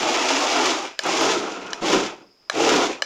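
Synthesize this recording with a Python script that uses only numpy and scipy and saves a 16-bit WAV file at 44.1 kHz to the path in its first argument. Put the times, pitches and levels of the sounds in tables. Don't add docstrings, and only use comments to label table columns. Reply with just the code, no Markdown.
import sys
import numpy as np
from scipy import signal
from scipy.fft import rfft, irfft
from scipy.io import wavfile

SR = 44100
rng = np.random.default_rng(int(sys.argv[2]) if len(sys.argv) > 2 else 0)


def int16_out(signal):
    q = np.round(np.clip(np.atleast_2d(signal).T, -1, 1) * 32767)
    wavfile.write(sys.argv[1], SR, q.astype(np.int16))


def rack_gain(trim_db):
    fader = np.asarray(trim_db, float)
    return 10 ** (fader / 20)


N = 134505


def rms_one(x):
    return x / np.sqrt(np.mean(x ** 2) + 1e-20)


def colour(x, points):
    hz, db = np.transpose(points)
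    grid = np.maximum(np.fft.rfftfreq(N, 1 / SR), 1)
    return irfft(rfft(x) * rack_gain(np.interp(np.log(grid), np.log(hz), db)), N)


def highpass(x, order, hz):
    return signal.sosfilt(signal.butter(order, hz, "high", fs=SR, output="sos"), x)


def band(x, edges_hz):
    return signal.sosfilt(signal.butter(2, edges_hz, "band", fs=SR, output="sos"), x)


def shelf(x, hz, gain_db):
    low = signal.sosfilt(signal.butter(2, hz, fs=SR, output="sos"), x)
    return low + rack_gain(gain_db) * (x - low)


def curves(rows):
    s, *controls = np.transpose(rows)
    return [np.interp(np.arange(N) / SR, s, control) for control in controls]


def drift(rate):
    r = np.exp(-2 * np.pi * rate / SR)
    walk = signal.lfilter([1], [1, -2 * r, r * r], rng.standard_normal(N + SR))[SR:]
    return 2 * np.tanh(rms_one(walk) / 2)


def impulses(seconds, heights):
    starts = np.full(N, 1e-18)
    starts[(np.array(seconds) * SR).astype(int)] = heights
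    return starts


def surges(rows, fade_s):
    rise_s = 0.0025
    s, db = np.transpose(rows)
    fading = signal.lfilter([1], [1, -np.exp(-1 / (fade_s * SR))], impulses(s, db))
    rise = np.exp(-1 / (rise_s * SR))
    return signal.lfilter([1 - rise], [1, -rise], fading)


def grains(per_s, spread_db):
    size = rack_gain(spread_db * np.minimum(rng.exponential(1, N), 5)) * rng.choice([-1, 1], N)
    return rms_one(size * (rng.random(N) < per_s / SR))


def puffs(seconds, db, t60, low_hz):
    starts = impulses(seconds, rack_gain(db))
    decay = signal.lfilter([1], [1, -rack_gain(-60 / (t60 * SR))], starts)
    return highpass(decay * rng.standard_normal(N), 2, low_hz)


def resonate(x, peaks, patchy_db):
    out = 0
    for k, (hz, width_hz, db) in enumerate(peaks):
        r = np.exp(-np.pi * width_hz / SR)
        poles = [1, -2 * r * np.cos(2 * np.pi * hz / SR), r * r]
        ring = signal.lfilter([(1 - r * r) / 2, 0, (r * r - 1) / 2], poles, x)
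        out = out + (-1) ** k * rack_gain(db + patchy_db * drift(15.5)) * ring
    return out


def strike(seconds, db, modes, colours_db):
    out = 0
    for (hz, level_db, t60), colour_db in zip(modes, np.transpose(colours_db)):
        clicks = impulses(seconds, rack_gain(db + level_db + colour_db) * rng.choice([-1, 1], len(db)))
        r, w = rack_gain(-60 / (t60 * SR)), 2 * np.pi * hz / SR
        out = out + signal.lfilter([0, np.sin(w)], [1, -2 * r * np.cos(w), r * r], clicks)
    return out


def room(x):
    t60_s, wall_cut_hz = 0.3, 10400
    t = np.arange(SR // 2) / SR
    tail = rng.standard_normal(len(t)) * rack_gain(-60 * t / t60_s) * (t > .004)
    tail = signal.sosfilt(signal.butter(1, wall_cut_hz, fs=SR, output="sos"), tail)
    return signal.fftconvolve(x, tail / np.sqrt(np.sum(tail ** 2)))[:N]


def shifting_room(x, count=9):
    place = np.linspace(0, count - 1, N)
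    out = 0
    for k in range(count):
        nearness = np.clip(1 - abs(place - k), 0, 1)
        out = out + room(x * np.sin(np.pi / 2 * nearness))
    return out


def still_air():
    # f/Hz, level/dB
    air = [(30, -12.5), (100, -15), (300, -8), (1000, -19), (3000, -21), (5500, -24.5), (7500, -24.5),
           (16000, -20)]
    return rack_gain(-64.5 + 1.0 * drift(12)) * rms_one(colour(rng.standard_normal(N), air))


def thin_rasp():
    # t/s, f/Hz, half bandwidth/Hz, level/dB, fade/s
    rasp_settings = (0, 5050, 200, -63, 7)
    s, hz, width_hz, db, fade_s = rasp_settings
    since = np.arange(N) / SR - s
    rasp = rms_one(band(rng.standard_normal(N), [hz - width_hz, hz + width_hz]))
    fade = np.clip(since / .01, 0, 1) * np.exp(-np.maximum(since, 0) / fade_s)
    return rack_gain(db + 2.5 * drift(30)) * fade * rasp


def rough_tone(hz):
    width_hz = 110
    phase = 2 * np.pi * np.cumsum(hz) / SR
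    return rms_one(drift(width_hz) * np.cos(phase) + drift(width_hz) * np.sin(phase))


def coasting():
    # t/s, low f/Hz, high f/Hz, level/dB
    glide = [(1.379, 1500, 2750, -66), (1.428, 1520, 2700, -50), (1.501, 1460, 2550, -46),
             (1.561, 1330, 2600, -45), (1.598, 1300, 2780, -51), (1.64, 1380, 2480, -49.5),
             (1.689, 1420, 2500, -42.5), (1.748, 1380, 2450, -51), (1.81, 1300, 2500, -53)]
    low_hz, high_hz, db = curves(glide)
    t = np.arange(N) / SR
    sounding = (t > glide[0][0]) * (t < glide[-1][0])
    return rack_gain(db) * sounding * (rough_tone(low_hz) + rack_gain(-6.5) * rough_tone(high_hz))


def ticks():
    # t/s, peak level/dB, low f/Hz, high f/Hz
    tick_rows = [(0.141, -19, 8500, 16000), (1.035, -20, 4800, 10500), (1.063, -16, 8500, 15000),
                 (1.217, -15, 8500, 15000), (1.305, -25, 8500, 15000), (1.518, -24, 3700, 7000),
                 (1.705, -30, 4300, 7600), (1.815, -35, 4000, 9000), (2.055, -41, 8500, 15000),
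                 (2.55, -33, 8500, 15000)]
    t60_s = 0.035
    return sum(band(puffs([s], [db], t60_s, low_hz), [low_hz, high_hz]) for s, db, low_hz, high_hz in tick_rows)


def case_ring(snaps):
    # f/Hz, level/dB, t60/s
    case_modes = [(608, -6, 0.045), (1150, -6, 0.015), (1380, -10, 0.018), (1690, -2, 0.034),
                  (2310, -1.5, 0.021), (2994, 1, 0.03), (3340, -9, .025), (4090, -1.5, 0.02),
                  (4180, -1.5, 0.0079), (4950, 0.5, .025), (5850, -7, 0.01), (7000, -18, 0.035),
                  (7560, -4, 0.023), (9350, -0.5, 0.0016)]
    snap_colours = [
        [-1.5, -10, 0, 1.8, -4, 2, -3, -12, 7, -3.5, -9.5, -10, 0, 7],
        [-16, 6, -3, 1, -8, -1.5, -16, 1.5, -3, -6.5, 8.5, 4, -3, -1],
        [0.5, 6, 2, 1.5, -2, -6, 2, 1, -9, -9, 5, -1, -3, -7],
        [-1, -3, 0, 2.3, -8.5, -3, -2, 1, -1, -9.5, -3.5, -16, -1, -3],
    ]
    contacts_s = [0, 0.00118]
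    second_loss_db, damp_db_per_s, damp_limit_db = 8, 5000, 25
    hits = [(s + gap, db - second_loss_db * k - 10.0)
            for s, db, free_s in snaps for k, gap in enumerate(contacts_s)]
    hit_s, hit_db = np.transpose(hits)
    ring = strike(hit_s, hit_db, case_modes, np.repeat(snap_colours, len(contacts_s), axis=0))
    t = np.arange(N) / SR
    start_s, _, free_s = np.transpose(snaps)
    last = np.maximum(np.searchsorted(start_s, t) - 1, 0)
    since_damped = t - start_s[last] - free_s[last]
    return rack_gain(-np.clip(since_damped * damp_db_per_s, 0, damp_limit_db)) * ring


def controller():
    # t/s, peak level/dB, free ring/s
    snaps = [
        (0.9912, -10, 0.0051),
        (1.732, -15, 0.003),
        (2.498, -9, 0.0045),
        (3.0215, -8.5, 0.0049),
    ]
    cracks_db = [-17, -22, -18, -16.5]
    crack = puffs(np.array(snaps)[:, 0], cracks_db, t60=0.015, low_hz=700)
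    return highpass([case_ring(snaps), ticks() + crack], 4, 430)


def floor_rumble():
    # f/Hz, level/dB
    rumble = [(20, -8), (45, -22.5), (100, -9.5), (130, -4), (220, 7), (400, -52.5)]
    return rms_one(colour(rng.standard_normal(N), rumble)) * rack_gain(0.7 * drift(5.6))


def thread_knocks(speed, throb_db):
    # t/s, lift (negative: dip)/dB
    thumps = [(0.238, 6.5), (0.298, 17.5), (0.55, 4), (1.038, 0.5), (1.051, 3), (1.207, 10), (1.61, 1.5),
              (1.822, -7.5), (1.861, -2), (1.903, 3.5), (2.538, -4.5), (2.558, 5), (2.591, 7.5),
              (2.658, 1.5), (2.727, 2), (2.775, 3), (2.89, 15.5), (2.92, -3)]
    knocks = grains(1500 * speed, spread_db=1) / np.sqrt(speed)
    return knocks * rack_gain(0.94 * drift(44) + throb_db + surges(thumps, fade_s=0.0067))


def boards(knocks):
    # f/Hz, bandwidth/Hz, level/dB
    board_modes = [(264.3, 30, 3), (346.6, 73, 2.5), (425, 63.4, 7.5), (453.6, 170, 1.5)]
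    return rms_one(highpass(resonate(knocks, board_modes, patchy_db=0.5), 6, 255))


def drums(knocks):
    # f/Hz, bandwidth/Hz, level/dB
    drum_modes = [(620.4, 92.4, 2.5), (668, 119, 2.5), (785, 129, 1), (936, 252, -2.5), (1088, 112, -1.5),
                  (1268, 266, -5), (1415, 274, -10.5), (2530, 62, -16.5)]
    return rms_one(highpass(resonate(knocks, drum_modes, patchy_db=2.0), 4, 450))


def gear_rattle(speed, throb_db, middle_db, sheen_db):
    # f/Hz, level/dB
    tooth_spectrum = [(900, -25.5), (1400, -8.5), (1750, -7), (2500, -0.5), (3300, -5.5), (4400, -9),
                      (5200, -6.5), (16000, -13)]
    # f/Hz, bandwidth/Hz, level/dB
    shell_modes = [(1534, 70, -6), (2500, 150, 0.5), (3394, 140, -9), (5410, 33, -20), (7000, 81, -19.5),
                   (13300, 1200, -7)]
    # t/s, lift (negative: dip)/dB
    jolts = [(0.051, -4), (0.139, 2), (0.157, 0), (0.221, 7.5), (0.237, -5), (0.284, 6), (0.302, 2),
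             (0.348, 0.5), (0.556, 2.5), (0.602, -1), (0.653, 8.5), (0.731, 1.5), (1.13, -6), (1.165, 5),
             (1.25, 5), (1.518, -3), (1.663, 13.5), (1.704, 4), (1.815, -8), (1.833, -5), (1.924, 8.5),
             (2.055, 3), (2.552, 6.5), (2.583, 4), (2.603, 2.5), (2.69, 7), (2.755, 5), (2.855, 4),
             (2.925, 8.5)]
    teeth = rms_one(colour(grains(5000, spread_db=2), tooth_spectrum))
    teeth = teeth * rack_gain(1.43 * drift(44) + throb_db + surges(jolts, fade_s=0.0082))
    shell_db = -2 + 7 * (1.5 - speed)
    gears = rms_one(teeth + rack_gain(shell_db) * resonate(teeth, shell_modes, patchy_db=2.5))
    gears = shelf(gears, 3000, -5 * (1 - speed))
    gears = shelf(gears, 8400, -4 * (1 - speed))
    middle = (rack_gain(middle_db) - 1) * band(gears, [1250, 3900])
    sheen = rack_gain(sheen_db) * speed * band(gears, [12900, 14000])
    return gears + middle + sheen


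def car():
    # t/s, gear level/dB, board grip level/dB, drum boom level/dB
    drive = [
        [(0, -26.5, -1.5, -0.5), (.3, -25.5, -5, -2.5), (.58, -24.5, -2.5, -0.5), (0.711, -26, 0, 0),
         (0.861, -33.5, -6.5, -2.5), (0.969, -56, -14, -6)],
        [(1.0, -48, -17, 1), (1.04, -34, -6.5, -3.5), (1.06, -29.5, 2, 6), (1.12, -25, -4, -1.5),
         (1.3, -25, 3, 0), (1.42, -33.5, 4, 0.5), (1.6, -40.5, 4.5, 1), (1.8, -48, 2.5, 7)],
        [(1.825, -31, 8.5, 1), (1.88, -25.5, 1, 1.5), (1.95, -26.5, 9, 1.5), (2.07, -32.5, 0.5, -0.5),
         (2.16, -51, 2, 3), (2.25, -64.5, 10.5, 3), (2.33, -79, 6, 1.5)],
        [(2.5, -67.5, -6, 3), (2.52, -39.5, -11, -3.5), (2.55, -32, 2, 1.5), (2.58, -29.5, 6.5, -1),
         (2.61, -25, 2, -0.5), (2.76, -23.5, 6.5, 0.5), (2.85, -28, 1.5, 2.5), (2.93, -36, 5, -8),
         (3.019, -54.5, 1, 6)],
    ]
    # t/s, middle level/dB, sheen level/dB, rumble level/dB
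    facing = [(0, 0.9, -9, 1), (.4, -0.5, -9, -9), (.8, -1.1, -9, -5.5), (1.1, 0, -13, 0.8),
              (1.35, -3, -14, -0.5), (1.7, 1, -9, 4.5), (1.95, -0.5, 3, 1.5), (2.3, 0.5, 1.5, 7),
              (2.65, -0.5, 9, -0.5), (2.9, -1.5, 3, -0.5)]
    gear_db, grip_db, boom_db = curves(np.vstack(drive))
    middle_db, sheen_db, rumble_db = curves(facing)
    speed = np.clip(rack_gain(0.614 * (gear_db - gear_db.max() + 3.5)), .15, 1)
    turns_per_s = 15.5 * speed * (1 + 0.1546 * drift(1.67))
    throb_db = 0.1 * np.cos(2 * np.pi * np.cumsum(turns_per_s) / SR)
    gears = gear_rattle(speed, throb_db, middle_db, sheen_db)
    knocks = thread_knocks(speed, throb_db)
    floor = rack_gain(-3.5) * boards(knocks) + rack_gain(-20 + rumble_db) * floor_rumble()
    return rack_gain(gear_db) * (gears + rack_gain(grip_db) * floor + rack_gain(-2 + boom_db) * drums(knocks))


def scene():
    toy = car() + coasting() + thin_rasp()
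    ring, crack = controller()
    snap_echo = rack_gain(-13) * ring + crack
    wet = shifting_room(rack_gain(-11.5) * toy + rack_gain(-7) * snap_echo)
    return (toy + ring + crack + wet + still_air())[None]


def low_pass(x):
    return signal.sosfilt(signal.butter(12, 15750, fs=SR, output="sos"), x)


def record(dry):
    # f/Hz, level/dB
    mic = [(6000, 4.5), (7200, 2), (8100, -12), (9300, -13), (10300, -18.5), (13000, -21.5), (15800, -28.5)]
    rounded = 0.65 * np.tanh(colour(dry[0], mic)[None] / 0.73)
    heard = rounded + rack_gain(-78) * rng.standard_normal(N)
    return low_pass(heard)


dry = scene()
out = record(dry)
int16_out(out)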